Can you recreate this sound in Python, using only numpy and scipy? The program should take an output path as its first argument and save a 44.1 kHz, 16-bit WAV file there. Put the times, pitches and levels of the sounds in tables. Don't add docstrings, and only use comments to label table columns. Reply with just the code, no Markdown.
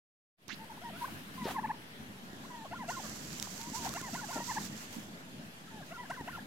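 import sys
import numpy as np
from scipy import signal
from scipy.fft import rfft, irfft, next_fast_len
from scipy.io import wavfile
from scipy.ndimage import uniform_filter1d, map_coordinates

SR = 44100
rng = np.random.default_rng(int(sys.argv[2]) if len(sys.argv) > 2 else 0)


def unload_wav(signal):
    wavfile.write(
        sys.argv[1],
        SR,
        np.round(np.clip(np.atleast_2d(signal).T, -1, 1) * 32767).astype(np.int16),
    )


def nominal_scale(level):
    x = np.asarray(level, float) / 20
    return 10 ** x


N = 284886

# start_s, end_s, turn_hz, turn_db, end_db
RISES = [
    (2.711, 2.752, 770, -40.5, -55),
    (2.881, 2.921, 780, -39.5, -49),
    (3.948, 3.986, 719.6, -41.5, -47),
    (4.133, 4.168, 749.5, -43, -50),
    (4.286, 4.322, 740.5, -45, -43),
    (6.099, 6.124, 812, -37, -50.5),
    (6.272, 6.298, 815, -45, -49),
]
LOW_HZ, ONSET, TURN_SHARE = 665.4, 1.01, .52
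CLIMB_HZ, PEAK_HZ = 1011, 1100
JUMP = 1.1
# start_s, end_s, knee_hz, knee_db, end_db
FALLS = [
    (1.379, 1.488, 926.3, -50.5, -41),
    (2.503, 2.663, 875, -54.5, -52.5),
    (2.789, 2.846, 941, -48.5, -48),
    (4.023, 4.101, 949, -52.5, -54),
    (5.704, 5.822, 816, -59.5, -56),
    (6.173, 6.232, 926, -51, -63),
]
SAG_START, SAG_MIDDLE = 1.135, 1.07
BREAK_S, BREAK_MIDDLE, BREAK_END = .023, .88, .63
# start_s, end_s, bottom_hz, bottom_db, end_db
DIPS = [
    (1.569, 1.601, 850, -37, -42),
    (1.629, 1.663, 850, -35.5, -41),
    (1.689, 1.719, 845, -38, -42),
    (3.851, 3.877, 721, -43.5, -39),
    (4.502, 4.529, 846, -42.5, -53),
    (4.554, 4.587, 840, -39.5, -37),
]
SLIDE_HZ_PER_S = 12000
REBOUND_S, REBOUND_HZ, REBOUND_BEND = .0125, 1070, 0.2994
# start_s, end_s, first_hz, level_db
BREAKS = [
    (.897, 0.914, 800, -56),
    (1.073, 1.086, 1151, -47),
    (2.98, 3.008, 1080, -50.5),
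    (3.874, 3.908, 850, -56.5),
    (6.026, 6.052, 986, -55),
    (6.139, 6.171, 1929, -54.5),
    (6.371, 6.389, 1050, -47.5),
]
# start_s, end_s, middle_hz, level_db
SQUEAKS = [(2.653, 2.671, 1095, -56), (2.749, 2.782, 1400, -53), (2.843, 2.856, 1625, -56),
           (2.843, 2.852, 1100, -55), (3.92, 3.932, 1720, -57), (2.919, 2.96, 1415, -48),
           (3.9, 3.915, 1100, -54), (3.992, 4.006, 1760, -55), (4.006, 4.017, 1400, -54),
           (4.172, 4.205, 1435, -49), (4.324, 4.392, 1409, -53), (5.675, 5.695, 1310, -63.5),
           (5.82, 5.84, 1050, -62), (5.823, 5.84, 1600, -53.5), (5.938, 5.975, 1420, -52.5),
           (6.05, 6.061, 1035, -58), (6.052, 6.062, 1640, -53), (6.125, 6.145, 1535, -50),
           (6.311, 6.326, 1800, -55), (6.328, 6.363, 1396, -49.5)]
SQUEAK_START, SQUEAK_END = 1.05, .96
# start_s, end_s, top_hz, level_db
ARCHES = [
    (1.544, 1.571, 1079, -40.5),
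    (3.758, 3.798, 1030, -56.5),
    (6.298, 6.31, 1556, -50),
    (6.387, 6.397, 1700, -48),
]
ARCH_START, ARCH_END = .88, 0.89
# start_s, end_s, first_hz, last_hz, level_db
GLIDES = [(.59, 0.645, 884, 900, -54), (.698, .713, 961, 853, -51), (0.714, .726, 850, 949, -56),
          (.985, 1.03, 1600, 1630, -63), (3.045, 3.068, 1796, 1600, -59), (0.773, 0.783, 700, 1050, -53),
          (.815, 0.84, 660, 754, -53), (0.836, 0.894, 975, 925, -48.5), (0.93, 0.968, 629.6, 699, -58),
          (0.958, 0.973, 1330, 1520, -54), (1.01, 1.034, 992, 940, -38), (1.037, 1.05, 903, 1107, -35.5),
          (1.05, 1.059, 1516, 1635, -42), (1.083, 1.092, 1499, 1505, -57), (1.739, 1.752, 1050, 800, -57),
          (2.43, 2.458, 716, 1128, -58), (2.964, 2.979, 1040, 1079, -47.5), (3.03, 3.06, 630, 558.5, -58),
          (3.035, 3.066, 1250, 1050, -59.5), (3.595, 3.64, 890, 922, -56), (3.64, 3.694, 920, 985, -52.5),
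          (3.731, 3.762, 886, 902, -44.5), (3.8, 3.856, 931, 910, -49), (4.212, 4.25, 1027, 780.4, -48.5),
          (4.328, 4.38, 935, 939, -49), (4.379, 4.433, 927, 960, -50.5), (4.478, 4.503, 926, 1042, -42),
          (4.615, 4.621, 898, 730, -53), (1.49, 1.512, 680, 770, -46), (1.512, 1.52, 780, 1150, -48),
          (5.907, 5.93, 609.5, 730, -46.5), (5.932, 5.94, 1070, 1121, -55),
          (5.976, 6.025, 1000, 986, -51.5)]
# time_s, level_db
BRIGHT = [(.6, -16), (.85, -0.5), (1.03, -10), (1.5, -3), (1.7, -2), (2.5, -4.5), (2.9, 0.5), (3.7, -21),
          (3.87, -7), (3.95, 5), (4.2, 1), (4.35, -5), (4.41, 1), (4.6, 2), (5.8, 0.5), (6.1, 4), (6.4, 2)]
# pitch_hz, level_db
OVERTONES = [(1150, 0), (1400, -5.5), (1900, -7.5), (2100, -10.5), (2350, -16), (2750, -4), (3300, -33),
             (6000, -38)]
RASP_DB = 2.2
EFFORT_BRIGHTENS = .6
THRESHOLD_DB = -53.5
BREAK_DULLS_DB = 9

# start_s, end_s, first_hz, last_hz, level_db
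SQUELCH = [(.49, .553, 902, 4400, -52.5), (0.478, .55, 3284, 4600, -57), (0.53, 0.546, 264, 218, -53),
           (1.413, 1.435, 204, 244, -40.5), (1.455, 1.482, 400, 560, -45), (1.442, 1.46, 3770, 3200, -53),
           (1.452, 1.53, 2950, 2400, -52.5), (1.474, 1.529, 1009, 1200, -51), (4.357, 4.37, 210, 280, -41),
           (4.357, 4.395, 660, 820, -46), (4.375, 4.404, 450, 284, -54), (4.962, 4.977, 193, 260, -50),
           (6.097, 6.118, 5300, 5720, -58), (3.937, 3.942, 800, 1500, -47),
           (3.611, 3.617, 1000, 1400, -52.5), (3.672, 3.695, 230, 249, -48), (3.718, 3.732, 210, 240, -47),
           (4.128, 4.16, 229, 250, -48), (4.394, 4.412, 800, 850, -46), (1.482, 1.497, 1300, 1347, -48),
           (1.505, 1.52, 1200, 1450, -50), (1.672, 1.688, 1900, 1200, -58), (4.984, 4.998, 220, 200, -49),
           (4.934, 4.946, 11000, 11000, -62), (3.47, 3.485, 894, 690, -54), (1.455, 1.462, 320, 420, -39),
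           (1.468, 1.474, 480, 540, -40)]
# time_s, left_minus_right_db
FOOTING = [
    (.55, -18.5),
    (1.41, 1.5),
    (4.4, 2),
    (4.96, -13.5),
    (6.1, -1),
]
# time_s, peak_db, left_minus_right_db, thud_db
SNAPS = [(0.481, -36, -14, -39), (0.644, -50, 18, -50), (1.3224, -52, 6, -50), (2.331, -53, -14, -41),
         (3.398, -30.5, -11, -53), (3.4255, -22, -1, -53), (3.476, -47, -8, -61), (3.6137, -31, 0, -48),
         (3.6989, -38, -3, -41), (3.8624, -35, -4, -45), (3.8916, -31, -3, -47), (3.938, -30, -1, -42),
         (3.948, -40, 5, -45), (4.013, -31.5, -1, -36), (4.142, -36, -10, -50), (4.315, -37, 8, -55),
         (4.7664, -41, -4, -48), (4.954, -41, -2, -55), (6.2089, -48, 0, -34.5)]
# peak_s, rise_s, fall_s, fine_rustle_db, right_port_lift_db
BRUSHES = [(.6, 0.14, 0.53, -70.5, -18), (1.05, 0.16, 0.26, -57.5, -9), (1.34, 0.023, 0.19, -64, -14),
           (1.51, 0.095, 0.04, -53, -3), (2.61, 0.43, .25, -76.5, 9.5), (2.9, .015, .15, -62.5, 12.5),
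           (3.078, 0.12, .25, -60.5, 7.5), (3.22, .03, .05, -63.5, 5), (3.37, 0.05, 0.1, -63, 3),
           (3.445, 0.069, 0.11, -61, 8), (3.6, .25, 0.24, -62, 5), (3.761, 0.056, .08, -59, 14),
           (3.861, 0.072, 0.052, -52, 5.5), (3.93, .05, .1, -59.5, 9), (4.16, 0.12, .12, -62, 9),
           (4.4, 0.14, 0.014, -55.5, 7.5), (4.473, 0.025, .2, -60, 14), (4.663, 0.2, 0.018, -57, 7),
           (4.72, 0.11, 0.3, -65.5, 7.5), (4.826, 0.077, 0.055, -61, 6.5), (4.94, 0.07, 0.087, -59.5, 3),
           (5.03, .05, 0.026, -66, 2), (5.89, 0.084, 0.068, -68, 2.5), (6.13, .15, 0.078, -69, 1),
           (6.352, 0.16, .1, -63.5, -8)]
# time_s, fine_rustle_db, right_port_lift_db
STILL = [
    (1.6, -72, -26),
    (2.4, -74.5, 7),
    (5.2, -77.5, 7.5),
]
STRIDE_START_S, STRIDE_END_S = 2.878, 4.69
STRIDE_DB, STRIDE_LIFT_DB = -65, 12
# pitch_hz, level_db_per_hz
FINE = [(590, -34), (1000, 4), (1270, 1), (1380, 4.5), (1660, 3), (4650, -3.5), (6650, -11.5),
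        (8970, -14.5), (13100, -5), (15800, -6.5)]
# pitch_hz, left_minus_right_db
FINE_LEAN = [(2000, -0.5), (5000, -0.5), (8000, 16), (9700, 25), (11500, 12.5), (15500, 0.5)]
# pitch_hz, width_hz, level_db
PORT = [
    (4853, 2200, 3),
    (6280, 1860, 4.5),
    (7140, 636, -2),
    (7670, 860, -2.5),
    (12500, 2500, -2.5),
]

# time_s, level_db
AIR = [(.6, -58), (1.0, -53), (1.15, -52.5), (1.5, -52), (1.75, -55), (2.36, -53.5), (2.66, -54),
       (3.2, -53), (3.93, -53), (4.47, -54.5), (4.88, -53.5), (5.6, -54.5), (6.08, -55.5), (6.46, -53)]
# pitch_hz, level_db_per_hz
RUMBLE = [(15, -59), (25, -53), (69, -14.5), (220, -2.5), (275, -8), (401, -17.5), (454, -24), (480, -25.5),
          (700, -23), (910, -31.5), (1540, -120)]
# pitch_hz, likeness (1 = same)
RUMBLE_ALIKE = [(30, .77), (85, .85), (170, .93), (320, .84), (600, .5)]
# pitch_hz, level_db_per_hz
HISS = [(240, -11), (400, -3.5), (561, -4.5), (615, -4.5), (685, -3.5), (1160, -6), (1720, -3),
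        (2170, -7.5), (3000, -7), (12500, -29), (15800, -45)]
# pitch_hz, likeness (1 = same, negative = opposed)
HISS_ALIKE = [(500, 0.7), (1400, -0.51), (3100, -0.11), (7000, -0.03)]
# pitch_hz, left_minus_right_db
HISS_LEAN = [(60, 0.0), (110, -1), (200, 7), (380, -1.5), (700, -1.5), (1290, 2.5), (2380, 0), (4400, -1),
             (8120, 9), (15000, 30.5)]
HISS_DB, STIRRED_DB = -61.7, -3

# time_s, level_db
FADE = [(.365, -55), (.385, -16), (.43, -4), (.475, -2.5), (.483, 0.5), (.55, 6)]
# pitch_hz, level_db
RIGHT_MIC = [(6800, 0), (8000, -3), (9300, -5), (10200, -4.5), (11200, -0.5), (12500, -1), (14200, -5),
             (15800, -5)]


def unit(x):
    return x / np.sqrt(np.mean(x ** 2) + 1e-20)


def along(points, hz):
    f, v = np.transpose(points)
    return np.interp(np.log(hz + 1), np.log(f + 1), v)


def curves(rows):
    s, *columns = np.transpose(rows)
    return [np.interp(np.arange(N) / SR, s, column) for column in columns]


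def wobble(rate):
    knots = rng.standard_normal(int(N * rate / SR) + 4)
    return map_coordinates(knots, [np.arange(N) * rate / SR])


def filtered(x, response):
    m = next_fast_len(N + SR // 2)
    return irfft(rfft(x, m) * response(np.fft.rfftfreq(m, 1 / SR)), m)[..., :N]


def sides(db):
    return nominal_scale(np.array([db / 2, -db / 2]))


def add(track, part, s):
    i = round(s * SR)
    room = track[..., i:i + part.shape[-1]]
    room += part[..., :room.shape[-1]]


def rush(spectrum, alike, lean, patchy_db):
    z = signal.stft(rng.standard_normal((2, N)), nperseg=512)[2]
    patches = uniform_filter1d(rng.standard_normal(z.shape[1:]), 6, 0)
    patches = unit(uniform_filter1d(patches, 10, 1))
    pair = signal.istft(z * nominal_scale(patchy_db * patches), nperseg=512)[1][:, :N]

    def middle_and_side(hz):
        angle = np.arccos(np.clip(along(alike, hz), -1, 1)) / 2
        return nominal_scale(along(spectrum, hz)) * [np.cos(angle), np.sin(angle)]

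    mid, side = filtered(pair, middle_and_side)
    stereo = np.array([mid + side, mid - side])
    return unit(filtered(stereo, lambda hz: sides(along(lean, hz))))


def notes():
    out = [(a, b, first, (first + last) / 2, last, db) for a, b, first, last, db in GLIDES]
    out += [(a, b, hz * SQUEAK_START, hz, hz * SQUEAK_END, db) for a, b, hz, db in SQUEAKS]
    out += [(a, b, hz * ARCH_START, hz, hz * ARCH_END, db) for a, b, hz, db in ARCHES]
    out += [(a, b, hz, hz * BREAK_MIDDLE, hz * BREAK_END, db) for a, b, hz, db in BREAKS]
    for a, b, hz, db, end_db in RISES:
        turn = a + TURN_SHARE * (b - a)
        out.append((a, turn, LOW_HZ * ONSET, LOW_HZ * 1.03, hz, db))
        out.append((turn, b, hz * JUMP, CLIMB_HZ, PEAK_HZ, end_db))
    for a, b, hz, db, end_db in FALLS:
        knee = b - BREAK_S
        out.append((a, knee, hz * SAG_START, hz * SAG_MIDDLE, hz, db))
        out.append((knee, b, hz, hz * BREAK_MIDDLE, hz * BREAK_END, end_db))
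    for a, b, hz, db, end_db in DIPS:
        low = b - REBOUND_S
        depth = SLIDE_HZ_PER_S * (low - a)
        halfway = hz + REBOUND_BEND * (REBOUND_HZ - hz)
        out.append((a, low, hz + depth, hz + .38 * depth, hz, db))
        out.append((low, b, hz, halfway, REBOUND_HZ, end_db))
    return sorted(out)


def turkeys(edge_s=.007, jitter=.017, shimmer_db=2.0, swell_db=12, thin_db=16):
    out = np.zeros(N)
    phase, last_s, last_hz, last_db = 0, 0, 0, 0
    drift, flutter, bright_db = wobble(180), wobble(90), curves(BRIGHT)[0]
    for start, end, first, middle, last, db in notes():
        i = np.arange(round((start - edge_s / 2) * SR), round((end + edge_s / 2) * SR))
        t = i / SR
        u = np.clip((t - start) / (end - start), 0, 1)
        hz = first * (1 - u) * (1 - 2 * u) + middle * 2 * u * (2 - 2 * u) + last * u * (2 * u - 1)
        cycles = last_hz * (t[0] - last_s) + np.cumsum(hz * (1 + jitter * drift[i])) / SR
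        turn = phase + 2 * np.pi * cycles

        joined = abs(start + edge_s / 2 - last_s) < edge_s and abs(np.log(first / last_hz)) < .11
        if joined:
            effort_db = last_db + (db - last_db) * u ** 1.36
            strain_db = EFFORT_BRIGHTENS * (effort_db.max() - effort_db)
        else:
            swell_s = min(0.97 * (end - start), .026)
            soft_db = np.clip(db - THRESHOLD_DB, swell_db / 5, swell_db) * np.clip(1 - (t - start) / swell_s, 0, 1)
            effort_db = db - soft_db
            strain_db = 0.81 * soft_db
        phase, last_s, last_hz, last_db = turn[-1], t[-1], last, db

        falling = last < .95 * first
        thinning_db = thin_db * np.clip(np.log2(hz / 720) / .25 + falling, 0, 1)
        breaking = last < BREAK_MIDDLE * first / 1.2
        bright_db[i] = bright_db[i] - BREAK_DULLS_DB * u * breaking
        tone = np.sin(turn)
        for k in range(2, 6):
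            overtone_db = along(OVERTONES, k * hz) + bright_db[i] + RASP_DB * flutter[i - 900 * k]
            overtone_db -= thinning_db * ((k > 2) + 0.6 * (hz > 1280)) + strain_db
            tone += nominal_scale(overtone_db) * np.sin(k * turn + k)
        nearest_end_s = np.minimum(t - t[0], t[-1] - t)
        fade = np.sin(np.pi / 2 * np.clip(nearest_end_s / edge_s, 0, 1)) ** 2
        out[i] += tone * fade * nominal_scale(effort_db + 1.07 + shimmer_db * flutter[i])
    return out


def hillside(x):
    def arrival(hz):
        lead = np.exp(1j * np.pi * hz * np.array([[-1], [1]]) * 0.000077)
        return lead * sides(0.66)[:, None]

    t = np.arange(SR // 4) / SR
    tail = rng.standard_normal((2, len(t))) * nominal_scale(-60 * t / 0.51)
    tail = tail / np.linalg.norm(tail[0])
    echo = signal.fftconvolve(x[None], tail, axes=1)[:, :N]
    return filtered(x, arrival) + nominal_scale(-16.5) * echo


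def boots(spread=.35, steady=0.36):
    out = np.zeros((2, N))
    lumps = nominal_scale(2.2 * wobble(140))
    for start, end, first, last, db in SQUELCH:
        u = np.linspace(0, 1, round((end - start) * SR))
        hz = first + (last - first) * u ** 0.92
        turn = 2 * np.pi * np.cumsum(hz) / SR
        wander = np.cumsum(2 * spread * hz * (first / 600) ** .45) / SR
        bands = [map_coordinates(k, [wander], mode="wrap") for k in rng.standard_normal((2, 900))]
        carrier = steady * (first < 600) * 2
        tone = (carrier + bands[0]) * np.sin(turn) + bands[1] * np.cos(turn)
        tone = unit(tone * lumps[round(start * SR):][:len(u)])
        swell = np.sin(np.pi * u ** 0.5) ** 0.74
        pan_db = np.interp(start, *np.transpose(FOOTING))
        add(out, tone * swell * nominal_scale(db) * sides(pan_db)[:, None], start)
    return out


def cavity(f):
    return sum(nominal_scale(db) * 1j * f * w / (c * c - f * f + 1j * f * w) for c, w, db in PORT)


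def snaps():
    out, low = np.zeros((2, N)), np.zeros((2, N))
    t = np.arange(SR // 30) / SR
    for s, db, pan_db, thud_db in SNAPS:
        tick, crack = rng.standard_normal((2, len(t))) * nominal_scale(-60 * t / 0.004)
        crack[:2] = 5, -.5
        thud = np.sin(2 * np.pi * 300 * t) * nominal_scale(thud_db - 60 * t / 0.012)
        pan = sides(pan_db)[:, None]
        add(out, nominal_scale(db - 17) * tick * pan, s)
        add(out, nominal_scale(db - 11.0) * crack * pan, s + 0.001112)
        add(low, thud * sides(.5 * pan_db)[:, None], s + 0.0015)

    def ports(hz):
        return np.array([1 + 0 * hz, 0.15 + 1.54 * cavity(hz)]) / (1 + 1j * hz / 10000)

    return low + filtered(out, ports)


def rustle():
    t = np.arange(N) / SR
    still_db, still_lift_db = curves(STILL)
    striding = (t > STRIDE_START_S) * (t < STRIDE_END_S)
    layers = [(nominal_scale(still_db), still_lift_db), (nominal_scale(STRIDE_DB) * striding, STRIDE_LIFT_DB)]
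    for s, rise, fall, db, lift_db in BRUSHES:
        distance = np.where(t < s, (s - t) / rise, (t - s) / fall)
        layers.append((nominal_scale(db - 10 * distance), lift_db))
    gain = np.sqrt(sum(g ** 2 for g, _ in layers))
    ring_gain = np.sqrt(sum((g * nominal_scale(lift_db)) ** 2 for g, lift_db in layers))
    return gain, ring_gain


def grass():
    gain, ring_gain = rustle()
    spikes_db = 5.5 * np.clip(wobble(900) - 1.2, 0, 1.5)
    grit = nominal_scale(1.27 * wobble(25.005) + 0.84 * wobble(70) + spikes_db)
    alike = [(1000, 0.48), (3000, 0.11), (12000, 0.039)]  # Hz, left-right likeness
    fine = unit(grit * rush(FINE, alike, FINE_LEAN, patchy_db=0.5))
    ring = unit(filtered(grit * rng.standard_normal((2, N)), lambda hz: cavity(hz) ** 2))
    ring = ring * nominal_scale(np.array([[-18], [0.1]]))
    return nominal_scale(1.8) * gain * fine + nominal_scale(0.02) * ring_gain * ring


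def air():
    rumble_db = curves(AIR)[0]
    hiss_gain = np.hypot(nominal_scale(HISS_DB), nominal_scale(STIRRED_DB) * rustle()[0])
    lumps = nominal_scale(0.86 * wobble(40) + 1.9 * wobble(7))
    rumble = unit(lumps * rush(RUMBLE, RUMBLE_ALIKE, [(100, -0.33)], patchy_db=1.5))
    hiss = rush(HISS, HISS_ALIKE, HISS_LEAN, patchy_db=2.0)
    return nominal_scale(rumble_db - 2.2) * rumble + nominal_scale(2.5) * hiss_gain * hiss


def scene():
    return hillside(turkeys()) + boots() + snaps() + grass() + air()


def low_pass(x):
    return signal.sosfilt(signal.butter(12, 16480, fs=SR, output="sos"), x)


def record(dry):
    started = np.arange(N) > FADE[0][0] * SR
    gain = nominal_scale(curves(FADE)[0]) * started

    def microphones(hz):
        return (hz < 15830) * nominal_scale(np.array([0 * hz, along(RIGHT_MIC, hz)]))

    mix = filtered((dry - 5e-4) * gain, microphones) * started
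    return low_pass(mix)


dry = scene()
out = record(dry)
unload_wav(out)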